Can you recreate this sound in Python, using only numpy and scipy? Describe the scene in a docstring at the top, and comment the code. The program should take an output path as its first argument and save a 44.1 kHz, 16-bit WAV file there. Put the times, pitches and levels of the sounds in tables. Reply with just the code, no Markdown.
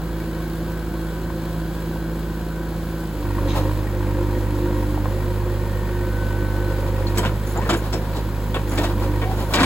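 """The four-cylinder diesel of a backhoe loader runs light, then sags and booms as the arm lifts.
Firing orders form its exhaust note; pulsed noise excites the damped modes of pipe, block and covers.
The hydraulic pump drones and whines as wavering tones on multiples of the firing rate.
Soil and gravel are granular noise; the bucket and clods falling into a steel tipper bed excite
steel modes by showers of impacts, with added pure notes. Slipping pins groan in gliding tones."""
import sys
import numpy as np
from scipy import signal
from scipy.fft import rfft, irfft, next_fast_len
from scipy.io import wavfile
from scipy.ndimage import map_coordinates

SR = 44100
rng = np.random.default_rng(int(sys.argv[2]) if len(sys.argv) > 2 else 0)


def wav_record(signal):
    """Record a signal, one row per channel, as 16-bit PCM in the file named by sys.argv[1]."""
    frames = np.transpose(np.atleast_2d(signal))
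    bounded = np.clip(frames, -1, 1)
    # unit amplitude maps onto the largest positive 16-bit level
    quanta = np.round(bounded * 32767).astype(np.int16)
    wavfile.write(sys.argv[1], SR, quanta)


N = 425565
TIME = np.arange(N) / SR

# In tables of modes and noise spectra the levels are relative; an order is a multiple of the firing rate.
# Engine speed, which sags whenever the arm works: [t/s, firing rate f/Hz]
SPEED = [(0.0, 54.34), (3.05, 54.32), (3.22, 49.92), (3.45, 48.4), (3.75, 51.8), (4.05, 49.54),
         (4.4, 50.56), (4.65, 49.88), (5.25, 50.88), (5.8, 50.89), (6.15, 50.4), (6.5, 50.35), (7.1, 49.85),
         (7.33, 52.3), (7.55, 50.51), (7.72, 52.4), (7.9, 51.8), (8.6, 51.61), (8.73, 49.55), (9.03, 49.4),
         (9.25, 51.4), (9.65, 51.45)]
# Governor: no load at FREE_HZ, full load DROOP_HZ lower; exponent of load on sag; lag/s
FREE_HZ, DROOP_HZ, LOAD_BEND, GOVERNOR_S = 54.35, 4.74, 0.94, 0.096
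# Exhaust orders: [order, relative level/dB running light, relative level/dB loaded]
NOTE = [(1, 0, 0), (1.5, -13, -23), (2, -11, -1), (2.5, -22, -24), (3, -1, -13), (3.5, -26, -18),
        (4, -17, -20), (4.5, -20, -21), (5, -19, -25), (6, -6.5, -26), (6.5, -12.5, -24), (9, -21, -26),
        (9.5, -22, -27), (10, -26, -24), (10.5, -33, -23), (11, -31, -24)]
NOTE_FULL_LOAD = 0.73  # load at which the loaded levels of NOTE are reached
# Exhaust boom: level running light, gain at full load, lag behind the load
BOOM_DB, BOOM_LOAD_DB, BOOM_LAG_S = -30, 6, 0.052
# Gear tones: [order, level/dB at no load]
GEARS = [(9.75, -49.5), (10.25, -54), (12, -59), (13, -53), (15, -70), (18, -51), (19, -54), (20, -55),
         (23, -63), (26, -61), (28, -52.5), (30, -57.5), (52, -70)]
# Silencer resonance: order that meets it, f/Hz, detuning/Hz that halves the amplitude, peak level/dB
SILENCER_ORDER, SILENCER_HZ, SILENCER_WIDTH_HZ, SILENCER_DB = 7, 350, 12, -31
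# Engine clatter light and loaded, spectral density: [f/Hz, level/dB per Hz]
CLATTER_LIGHT = [(22, -27), (60, -1), (130, -9), (200, -0.5), (280, -4), (345, -0.5), (410, -8.5),
                 (520, -7), (630, -14.5), (850, -14.5), (970, -15.5), (1200, -17.5), (1550, -15),
                 (2100, -28.5), (4500, -56)]
CLATTER_LOADED = [(22, -32), (60, -3.5), (130, -6), (200, 0.5), (280, -3.5), (345, -3), (410, -10),
                  (520, -5.5), (630, -16.5), (850, -11.5), (970, -18), (1200, -16.5), (1550, -16.5),
                  (2100, -23.5), (4500, -38.5)]
# Block modes excited by combustion knock: [f/Hz, width/Hz, level/dB]
BLOCK = [(509.6, 16.7, 11), (959, 31, 3), (1090, 60, -11), (1600, 500, -31), (1879, 24, -1.5),
         (2470, 130, -15)]
# Knock strength of each cylinder in firing order: [level/dB]
CYLINDERS = [-2, 1.5, 2.5, 5]
# Thin engine covers that rattle along: [f/Hz, width/Hz, level/dB]
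PANELS = [(2186, 11, -17), (2258, 8.5, 16.5), (3030, 13, 8), (3300, 10, 12.5), (3830, 11, -22),
          (4150, 11, 13.5), (8000, 46, 3.5)]
# Fan and oil hiss, spectral density: [f/Hz, level/dB per Hz]
HISS = [(20, -38), (1200, -26), (2200, -2.5), (3000, -0.5), (4200, -1), (5400, -5.5), (6400, -8.5),
        (7500, -5.5), (9600, -7.5), (12000, -4), (14200, -8), (15600, -0.5)]
# Exhaust pipe modes that bark and block modes that rap: [f/Hz, width/Hz, level/dB]
PIPE = [(343, 42, -4), (535.5, 26, 1)]
RAP = [(932, 28, -1), (1068, 90, -9), (1500, 170, -18)]
RAP_DB = -40.3  # at full load
# Delays in firing periods; slap level against the rap
BARK_DELAY, SLAP_DELAY, SLAP_DB = 0.28, 0.45, -4.5
# Uneven surges of the bark: spread/dB, changes a second
SURGE_DB, SURGE_PER_S = 3, 18
# Single hard knocks in the engine: [t/s, level/dB]
HARD_KNOCKS = [(1.3, -25.5), (1.959, -26), (3.304, -27), (3.384, -20), (4.659, -22.5), (4.976, -19.5),
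               (5.057, -17)]
# Knock modes: [f/Hz, width/Hz, level/dB]
HARD_KNOCK_MODES = [(550, 360, -8), (960, 90, 8.5), (1700, 400, -21)]
HARD_KNOCK_T60_S = 0.018  # decay of the rasp that excites the knocks

# Ram strokes during which the pump drones, adding where they overlap: [start t/s, end t/s, level/dB]
STROKES = [(3.13, 3.95, -32.5), (3.87, 5.15, -33), (4.42, 5.05, -42), (6.3, 7.3, -40), (8.58, 9.3, -33)]
PUMP_ORDER, STROKE_RAMP_S = 6, 0.13
# Pump whine while the boom rises: [order, start t/s, end t/s, level/dB]
WHINES = [(12, 3.55, 4.05, -41), (12, 4.9, 5.65, -47), (36, 5.38, 6.25, -46), (30, 5.7, 7.08, -39.5),
          (18, 6.05, 6.85, -47)]
PRESSURE_S = 0.51  # ramp of the whine as oil pressure builds and falls
# Modes of the valve's hiss: [f/Hz, width/Hz, level/dB]
VALVE = [(2400, 1100, 3), (3850, 110, 9), (4150, 630, 6), (5070, 120, 6), (6260, 160, 4), (7200, 500, -6)]

# Soil pouring off the bucket: [start t/s, end t/s, level/dB]
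POURS = [(3.385, 3.705, -39), (6.45, 7.405, -42.5), (7.42, 8.303, -43), (8.617, 9.75, -38)]
POUR_RAMP_S = 0.13
# Spectral density of pouring soil: [f/Hz, level/dB per Hz]
SOIL = [(300, 6.5), (900, 10), (2000, -7), (4000, -6), (6300, -15.5), (10000, -15.5), (16000, -14)]
# Gravel sliding over steel: [start t/s, end t/s, level/dB]
GRAVEL = [(7.454, 7.55, -43), (7.755, 7.813, -43), (8.672, 8.78, -42.5), (9.355, 9.55, -47)]
GRAVEL_RAMP_S = 0.014
# Modes rung by the gravel: [f/Hz, width/Hz, level/dB]
STONES = [(3400, 500, -6), (7240, 900, 5), (10000, 460, 10), (11800, 1300, 4), (15300, 900, -8)]
# Groans as the bucket tips and lifts away: [start t/s, end t/s, first f/Hz, last f/Hz, level/dB]
GROANS = [(7.555, 7.645, 700, 1150, -31), (7.595, 7.7, 1830, 1770, -39), (9.25, 9.345, 740, 770, -30)]
# Groan ramp; rms pitch jitter as a fraction; rms roughness
GROAN_RAMP_S, GROAN_JITTER, GROAN_ROUGH_DB = 0.025, 0.028, -4
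# Chatter of the loose bucket linkage: [start t/s, end t/s, level/dB]
RATTLES = [(8.115, 8.232, -48)]
RATTLE_RAMP_S = 0.035
# Linkage modes as it chatters: [f/Hz, width/Hz, level/dB]
RATTLE = [(3900, 60, 9), (4250, 160, 1), (4600, 200, -3)]

# Bucket knocks and falling clods: [t/s, strength level/dB, weight level/dB (shakes the bed),
# hardness level/dB (0 steel on steel, -20 earth on steel), plate shower t60/s, top of plate ring f/Hz]
KNOCKS = [(7.069, -33, -8, -6, 0.11, 4600), (7.152, -31.5, 8, -5, 0.13, 2500),
          (7.172, -24.5, 4.5, 1, 0.14, 2500), (7.228, -24.5, 3, -15, 0.17, 3400),
          (7.252, -21, -1, -15, 0.1, 3800), (7.556, -25, 2.5, -35, 0.12, 1900),
          (7.611, -29, 0, -16, 0.12, 3000), (7.65, -29.5, 7, -20, 0.15, 2600),
          (7.689, -18, 3.5, -6.5, 0.19, 4300), (7.729, -21, 0.5, -10, 0.13, 3540),
          (7.924, -29.5, 9.5, -0.5, 0.16, 4000), (8.159, -36, 11.5, -1, 0.15, 4500),
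          (8.541, -22, 0.5, -17, 0.15, 3700), (8.713, -30.5, 9, -10, 0.27, 2580),
          (8.773, -24.5, 5.5, -3.5, 0.2, 3750), (8.833, -23, -9, -7, 0.14, 4600),
          (9.212, -26.5, 4, -17, 0.17, 3300), (9.535, -13, -6.5, -6, 0.089, 5400),
          (9.553, -20, -1.5, -20, 0.28, 4800), (9.581, -15.5, -2.5, -15, 0.16, 2500),
          (9.598, -16, -2, -7.5, 0.13, 4900), (9.617, -28, -4, -14, .1, 2600),
          (9.627, -14.5, -5, -10, 0.14, 5200)]
# Modes of the bed, the steel plate and the linkage: [f/Hz, width/Hz, level/dB]
BED = [(158, 22, 3), (236, 240, -5), (351, 104, 5), (430, 34, 8), (500, 160, -26), (700, 120, -12)]
STEEL = [(687, 110, 0.5), (766, 60, -12), (956, 30, 7), (1030, 110, 4), (1470, 150, -18), (1640, 280, 0),
         (1855, 35, 4), (2280, 57, -1.5), (2640, 190, -9), (2960, 39, -5), (3420, 810, -6), (3800, 60, -5),
         (4300, 700, -12)]
LINKS = [(4300, 1700, 15), (7400, 400, 7.5), (7980, 220, 16.5), (10050, 320, 12), (12260, 390, -7),
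         (13700, 1000, -10)]
# Rise constants of the impact showers; decay of those on bed and linkage
PLATE_RISE_S, BED_RISE_S, LINK_RISE_S = 0.0062, 0.0085, 0.0064
BED_T60_S, LINK_T60_S = 0.24, 0.12
# Each dB of hardness above MEDIUM_DB tilts the plate's modes up by BRIGHTEN dB an octave
MEDIUM_DB, BRIGHTEN = -10.5, 0.11
# Sharp first contacts of steel and hard clods, and rebounds: [t/s, level/dB]
CRACKS = [(7.1735, -23), (7.183, -24), (7.2505, -15.5), (7.294, -24), (7.559, -26), (7.692, -17),
          (7.7025, -18), (7.7295, -21), (7.739, -22), (7.931, -27), (8.545, -23), (8.564, -24),
          (8.719, -28), (8.785, -22), (8.842, -21), (9.5365, -17), (9.584, -18), (9.598, -18), (9.607, -19),
          (9.6322, -10.5)]
CRACK_T60_S = 0.011  # decay of the rasp that excites them
# Modes of these contacts: [f/Hz, width/Hz, level/dB]
CRACK = [(970, 140, 14), (1420, 420, 15), (2350, 700, 2.5), (3400, 960, -1), (7000, 890, -11.5)]
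# Single clear notes in struck steel: [t/s, f/Hz, peak level/dB, t60/s]
PINGS = [(7.069, 4300, -26, .08), (7.174, 2270, -31, .13), (7.182, 7900, -22.5, 0.078),
         (7.183, 12000, -23, .042), (7.186, 3128, -26, 0.12), (7.191, 980, -22, 0.11),
         (7.251, 950, -23, 0.087), (7.575, 7160, -27, 0.042), (7.697, 608, -24, .15),
         (7.699, 3052, -30, .15), (7.707, 7400, -26, .05), (7.733, 334, -13, 0.084),
         (7.933, 5330, -27, 0.16), (8.544, 3500, -24, 0.054), (8.546, 1100, -26, 0.18),
         (8.782, 3560, -27, .11), (8.785, 1830, -30, .14), (8.794, 650, -21, 0.054),
         (9.218, 2280, -33, 0.2), (9.538, 2350, -24, .2), (9.538, 4000, -25, .12), (9.539, 4750, -27, .15),
         (9.606, 265, -13, 0.32), (9.61, 178, -19, .3), (9.633, 2350, -18, .1)]

# Coherence of the two microphone ports: [f/Hz, likeness from 0 to 1]
SAME = [(60, .995), (300, .99), (700, .94), (1400, .9), (2500, .7), (4000, .62), (5800, .4), (7000, .88),
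        (9000, .93), (16000, .93)]
# Balance of the ports: [f/Hz, left minus right level/dB]
LEAN = [(60, -2), (110, -4.5), (200, 0.5), (380, -1), (700, 2), (1290, 1.5), (2000, 4), (3200, 0.5),
        (8000, -0.5)]
# Phase by which the left port leads, for engine and bucket: [f/Hz, phase/rad]
ENGINE_SIDE = [(400, 0), (1800, -.4), (2670, -1.2), (3550, 0), (4800, -1), (5700, -2.6), (6400, 0)]
BUCKET_SIDE = [(100, 0), (1500, .7), (2500, 1.5), (3600, 2.1), (5400, 2.8), (6800, 0)]
EDGE_HZ = 15900  # upper band limit


def amp(db):
    """Logarithmic level: decibels to amplitude gain."""
    return 10 ** (np.asarray(db) / 20)


def unit(x):
    """Power normalisation: scales to rms 1."""
    return x / np.sqrt(np.mean(x ** 2) + 1e-20)


def curve(rows):
    """Linear interpolation: each column of a timed table, sample by sample."""
    s, *columns = np.transpose(rows)
    return [np.interp(TIME, s, c) for c in columns]


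def read(points, hz):
    """Logarithmic frequency scale: interpolates a spectrum table."""
    f, value = np.transpose(points)
    return np.interp(np.log(hz + 1), np.log(f + 1), value)


def shape(x, response):
    """Linear filtering: multiplies the spectrum of x by a function of frequency."""
    size = next_fast_len(N + 4096, True)
    spectrum = rfft(x, size) * response(np.fft.rfftfreq(size, 1 / SR))
    return irfft(spectrum, size)[..., :N]


def wander(hz):
    """Band-limited chance: rms 1, about hz changes a second, in steps of 50 samples."""
    points = rng.standard_normal(4000)
    steps = map_coordinates(points, [TIME[::50] * hz], order=3, mode="wrap")
    return unit(steps).repeat(50)[:N]


def noise(spectrum):
    """Spectral shaping: two unrelated noises of the given colour."""
    return unit(shape(rng.standard_normal((2, N)), lambda f: amp(read(spectrum, f))))


def ring(x, modes):
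    """Modal superposition: x excites damped modes; white noise keeps its power."""
    t = np.arange(4096) / SR
    body = np.zeros(len(t))
    for k, (hz, width, db) in enumerate(modes):
        decay = width * np.exp(-np.pi * width * t)
        body += (-1) ** k * amp(db) * decay * np.cos(2 * np.pi * hz * t + k * k)
    high_pass = signal.butter(2, modes[0][0] / 2, "high", fs=SR, output="sos")
    body = signal.sosfilt(high_pass, body)
    body /= np.linalg.norm(body)
    return signal.oaconvolve(x, body[None], axes=1)[:, :x.shape[1]]


def ports(pair, side):
    """Partial coherence: mixes two signals into one source with a phase lead between the ports."""
    def mixing(f):
        same = np.clip(read(SAME, f), -1, 1)
        return np.exp(-1j * read(side, f)) * np.array([same, np.sqrt(1 - same ** 2)])
    return np.array([pair[0], shape(pair, mixing).sum(0)])


def grit(size, spread_db):
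    """Granular noise: half-millisecond grains of very unequal strength."""
    grain_db = spread_db * np.minimum(rng.exponential(1, size // 24 + 1), 3.2)
    return unit(rng.standard_normal((2, size)) * amp(grain_db).repeat(24)[:size])


def tone(turns, multiple, waver):
    """Harmonic order: a sinusoid locked to the firings, wavering in strength and phase."""
    angle = (2 * np.pi * multiple * turns + waver * wander(9)).astype(np.float32)
    return np.sqrt(2) * (1 + waver * wander(9)) * np.sin(angle)


def swell(start, end, ramp):
    """Amplitude envelope: rises at start, holds, and falls to nothing at end."""
    return np.clip(np.minimum(TIME - start, end - TIME) / ramp, 0, 1)


def lagged(x, seconds):
    """First-order lag: exponential approach with the given time constant."""
    keep = np.exp(-1 / (seconds * SR))
    return signal.lfilter([1 - keep], [1, -keep], x)


def add(mix, s, sound):
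    """Superposition: mixes a sound in at s seconds."""
    part = mix[:, round(s * SR):][:, :sound.shape[1]]
    part += sound[:, :part.shape[1]]


def struck(modes):
    """Modal participation: a blow on another spot shifts and reweighs the modes."""
    return [(hz * (1 + .01 * rng.standard_normal()), width, db + 2 * rng.standard_normal())
            for hz, width, db in modes]


def crunch(modes, rise, t60):
    """Multiple impact: a quickly dying shower of small impacts excites one steel part."""
    t = np.arange(SR // 3) / SR
    envelope = (1 - np.exp(-t / rise)) * amp(-60 * t / t60)
    shower = envelope * grit(size=len(t), spread_db=3)
    return ring(shower, struck(modes))


def firings(turns, jitter, spread_db):
    """Impulse train: one click a firing, each a little early or late and of its own strength."""
    count = np.maximum.accumulate((turns + jitter * wander(50)).astype(int))
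    due = np.diff(count, prepend=count[0]) > 0
    strength = amp(spread_db * np.clip(rng.standard_normal(N), -2, 1.4))
    return np.array([unit(due * strength), np.zeros(N)])


def soil(flutter_db=5.5):
    """Granular flow: dry soil trickles off the bucket in uneven clumps."""
    grains = unit(shape(grit(size=N, spread_db=1.0), lambda f: amp(read(SOIL, f))))
    flow = sum(amp(db) * swell(a, b, POUR_RAMP_S) for a, b, db in POURS)
    return grains * flow * amp(flutter_db * wander(25))


def gravel():
    """Granular excitation: small stones patter on ringing steel as the load slides."""
    flow = sum(amp(db) * swell(a, b, GRAVEL_RAMP_S) for a, b, db in GRAVEL)
    return flow * ring(grit(size=N, spread_db=6), STONES)


def groans():
    """Stick-slip friction: dry pins and earth slip on steel in a rough, gliding note."""
    out = np.zeros((2, N))
    for start, end, from_hz, to_hz, db in GROANS:
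        hz = np.interp(TIME, [start, end], [from_hz, to_hz]) * (1 + GROAN_JITTER * wander(250))
        slips = amp(GROAN_ROUGH_DB * wander(120))
        note = np.sin(2 * np.pi * np.cumsum(hz) / SR)
        out[0] += amp(db) * swell(start, end, GROAN_RAMP_S) * slips * note
    return out


def rattle():
    """Repeated impact: the slack linkage chatters in uneven bursts and rings."""
    shake = sum(amp(db) * swell(a, b, RATTLE_RAMP_S) for a, b, db in RATTLES)
    return ring(shake * grit(size=N, spread_db=5), RATTLE)


def pings():
    """Free vibration: each note of struck steel is one exponentially decaying sinusoid."""
    out, t = np.zeros((2, N)), np.arange(SR // 3) / SR
    for s, hz, db, t60 in PINGS:
        note = amp(db - 60 * t / t60) * np.sin(2 * np.pi * hz * t)
        add(out[:1], s, note[None])
    return out


def contacts(rows, modes, t60):
    """Impulsive excitation: a sharp edge and a quickly dying rasp ring the part."""
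    out, t = np.zeros((2, N)), np.arange(SR // 10) / SR
    dying = amp(-60 * t / t60)
    for s, db in rows:
        contact = dying * rng.standard_normal((2, len(t))) + 3 * (t == 0)
        hit = ring(contact, modes)
        hit /= np.linalg.norm(hit, axis=1, keepdims=True)
        add(out, s, amp(db) * np.linalg.norm(dying) * hit)
    return out


def knocks(thud_db=1, clang_db=3, chink_db=3):
    """Modal excitation: impact showers ring bed, plate and linkage; hard blows favour the last."""
    out = np.zeros((2, N))
    for s, strength, weight, hardness, plate_t60, top_hz in KNOCKS:
        plate_top = signal.butter(6, top_hz, fs=SR, output="sos")
        tilt = BRIGHTEN * (hardness - MEDIUM_DB)  # dB an octave
        plate = [(hz, width, db + tilt * np.log2(hz / STEEL[0][0])) for hz, width, db in STEEL]
        thud = amp(thud_db + weight) * crunch(BED, BED_RISE_S, BED_T60_S)
        clang = amp(clang_db) * signal.sosfilt(plate_top, crunch(plate, PLATE_RISE_S, plate_t60))
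        chink = amp(chink_db + hardness) * crunch(LINKS, LINK_RISE_S, LINK_T60_S)
        add(out, s, amp(strength) * (thud + clang + chink))
    return out


def valve(start=3.472, end=3.65, open_s=0.021, valve_db=-36):
    """Flow noise: oil hisses as the bucket breaks free of the ground, dying with the pressure."""
    pressure = np.clip((end - TIME) / (end - start), 0, 1)
    opening = swell(start, end, open_s) * pressure
    return amp(valve_db) * opening * ring(grit(size=N, spread_db=3), VALVE)


def pump(turns):
    """Pressure ripple: orders of the pump drone through ram strokes and whine as the boom rises."""
    shaft = turns + rng.random()
    ripple = unit(amp(2.2 * wander(30)))
    effort = sum(amp(db) * swell(a, b, STROKE_RAMP_S) for a, b, db in STROKES)
    drone = effort * ripple * tone(shaft, PUMP_ORDER, waver=.13)
    whine = sum(amp(db) * swell(a, b, PRESSURE_S) * tone(shaft, k, waver=.1) for k, a, b, db in WHINES)
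    return drone + whine


def gears(turns, load, gear_load_db=-9):
    """Gear-mesh orders: timing gears sing while the engine runs light and fade under load."""
    return amp(gear_load_db * load) * sum(amp(db) * tone(turns, k, waver=0.36) for k, db in GEARS)


def silencer(turns, rate, load):
    """Resonance: under load the silencer rings, unsteadily, as the seventh order meets its mode."""
    detune = (SILENCER_ORDER * rate - SILENCER_HZ) / SILENCER_WIDTH_HZ
    resonance = np.clip(load, 0, 1) / (1 + detune ** 2)
    flutter = unit(amp(2.5 * wander(22)))
    return amp(SILENCER_DB) * resonance * flutter * tone(turns, SILENCER_ORDER, waver=.25)


def hard_knocks():
    """Impulsive excitation: single hard knocks in the engine ring briefly."""
    return contacts(HARD_KNOCKS, HARD_KNOCK_MODES, HARD_KNOCK_T60_S)


def clatter(turns, load, light_db=-33, loaded_db=-32, throb=0.012, knock_db=-48, knock_load_db=9,
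            panel_db=-56, hiss_db=-42.0, hiss_load_db=0.44):
    """Forced vibration: casing noise throbs; uneven combustion knocks excite block and panels."""
    duty = np.clip(load, 0, 1)
    casing = amp(light_db) * np.sqrt(1 - duty) * noise(CLATTER_LIGHT)
    casing += amp(loaded_db) * np.sqrt(abs(load)) * noise(CLATTER_LOADED)
    # one throb a firing, one every four firings
    casing *= 1 + throb * np.sin(2 * np.pi * turns) + 0.034 * np.sin(np.pi * turns / 2)
    timing = turns + 0.057 * wander(40)  # each knock comes a little early or late
    firing = timing.astype(int)
    chance_db = 2.5 * np.clip(rng.standard_normal(N)[firing], -2, 1.3)
    strength = amp(np.take(CYLINDERS, firing, mode="wrap") + chance_db)
    blow = unit(strength * np.exp(-(timing % 1) / .19))
    burst = blow * rng.standard_normal((2, N))
    knock = amp(knock_db + knock_load_db * load) * ring(burst, BLOCK)
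    panels = amp(panel_db) * ring(burst, PANELS)
    hiss_gain = amp(hiss_db + hiss_load_db * load + 0.58 * wander(14))
    hiss = hiss_gain * noise(HISS) * unit(1 + 0.15 * blow)
    return casing + knock + panels + hiss


def chug(turns, load, pipe_db=-35):
    """Impulse response: loaded firings bark in the pipe; each raps the block and slaps it again."""
    surge = unit(amp(SURGE_DB * np.clip(wander(SURGE_PER_S), -2, 1.3)))
    bark = ring(surge * firings(turns - BARK_DELAY, jitter=.04, spread_db=4), PIPE)
    strokes = firings(turns, jitter=.1, spread_db=4.2)
    strokes += amp(SLAP_DB) * firings(turns - SLAP_DELAY, jitter=.12, spread_db=3)
    return np.clip(load, 0, 1.2) * (amp(pipe_db) * bark + amp(RAP_DB) * ring(strokes, RAP))


def exhaust(turns, load, boom_db, waver=.028):
    """Fourier synthesis of firing pulses: load swells the second order and drains the third."""
    duty = np.clip(load / NOTE_FULL_LOAD, 0, 1)
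    stack = np.zeros(N)
    for k, light, loaded in NOTE:
        offset = 2 * (k % 1) * rng.random()  # half orders fall anywhere in the cycle
        stack += amp(light + (loaded - light) * duty) * tone(turns + offset, k, waver * k)
    return amp(boom_db) * stack


def scene():
    """Superposition: speed sag sets load; engine noise leans right, bucket and tipper left."""
    rate, = curve(SPEED)
    turns = np.cumsum(rate) / SR  # counted in firings
    sag = np.maximum((FREE_HZ - rate) / DROOP_HZ, 0)
    load = lagged(sag ** LOAD_BEND, GOVERNOR_S)
    boom_db = BOOM_DB + BOOM_LOAD_DB * lagged(load, BOOM_LAG_S)
    blows = knocks() + contacts(CRACKS, CRACK, CRACK_T60_S) + pings()
    bucket = ports(soil() + gravel() + blows + rattle() + groans(), BUCKET_SIDE)
    body = ports(valve() + hard_knocks() + clatter(turns, load) + chug(turns, load), ENGINE_SIDE)
    # the tones reach both ports alike
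    tones = exhaust(turns, load, boom_db) + silencer(turns, rate, load) + gears(turns, load) + pump(turns)
    return bucket + body + tones


def record(dry):
    """Linear reception: unequal ports, a widening that delays the left treble, and the band limit."""
    def widening(f):
        lag = np.exp(-2j * np.pi * np.maximum(f - 6850, 0) * .000222)  # Hz, s
        lean_db = read(LEAN, f) / 2
        return np.array([amp(lean_db) * lag, amp(-lean_db)])
    band = signal.firwin(511, EDGE_HZ, window=("kaiser", 9), fs=SR)
    return signal.oaconvolve(shape(dry, widening), band[None], "same")


dry = scene()
out = record(dry)
wav_record(out)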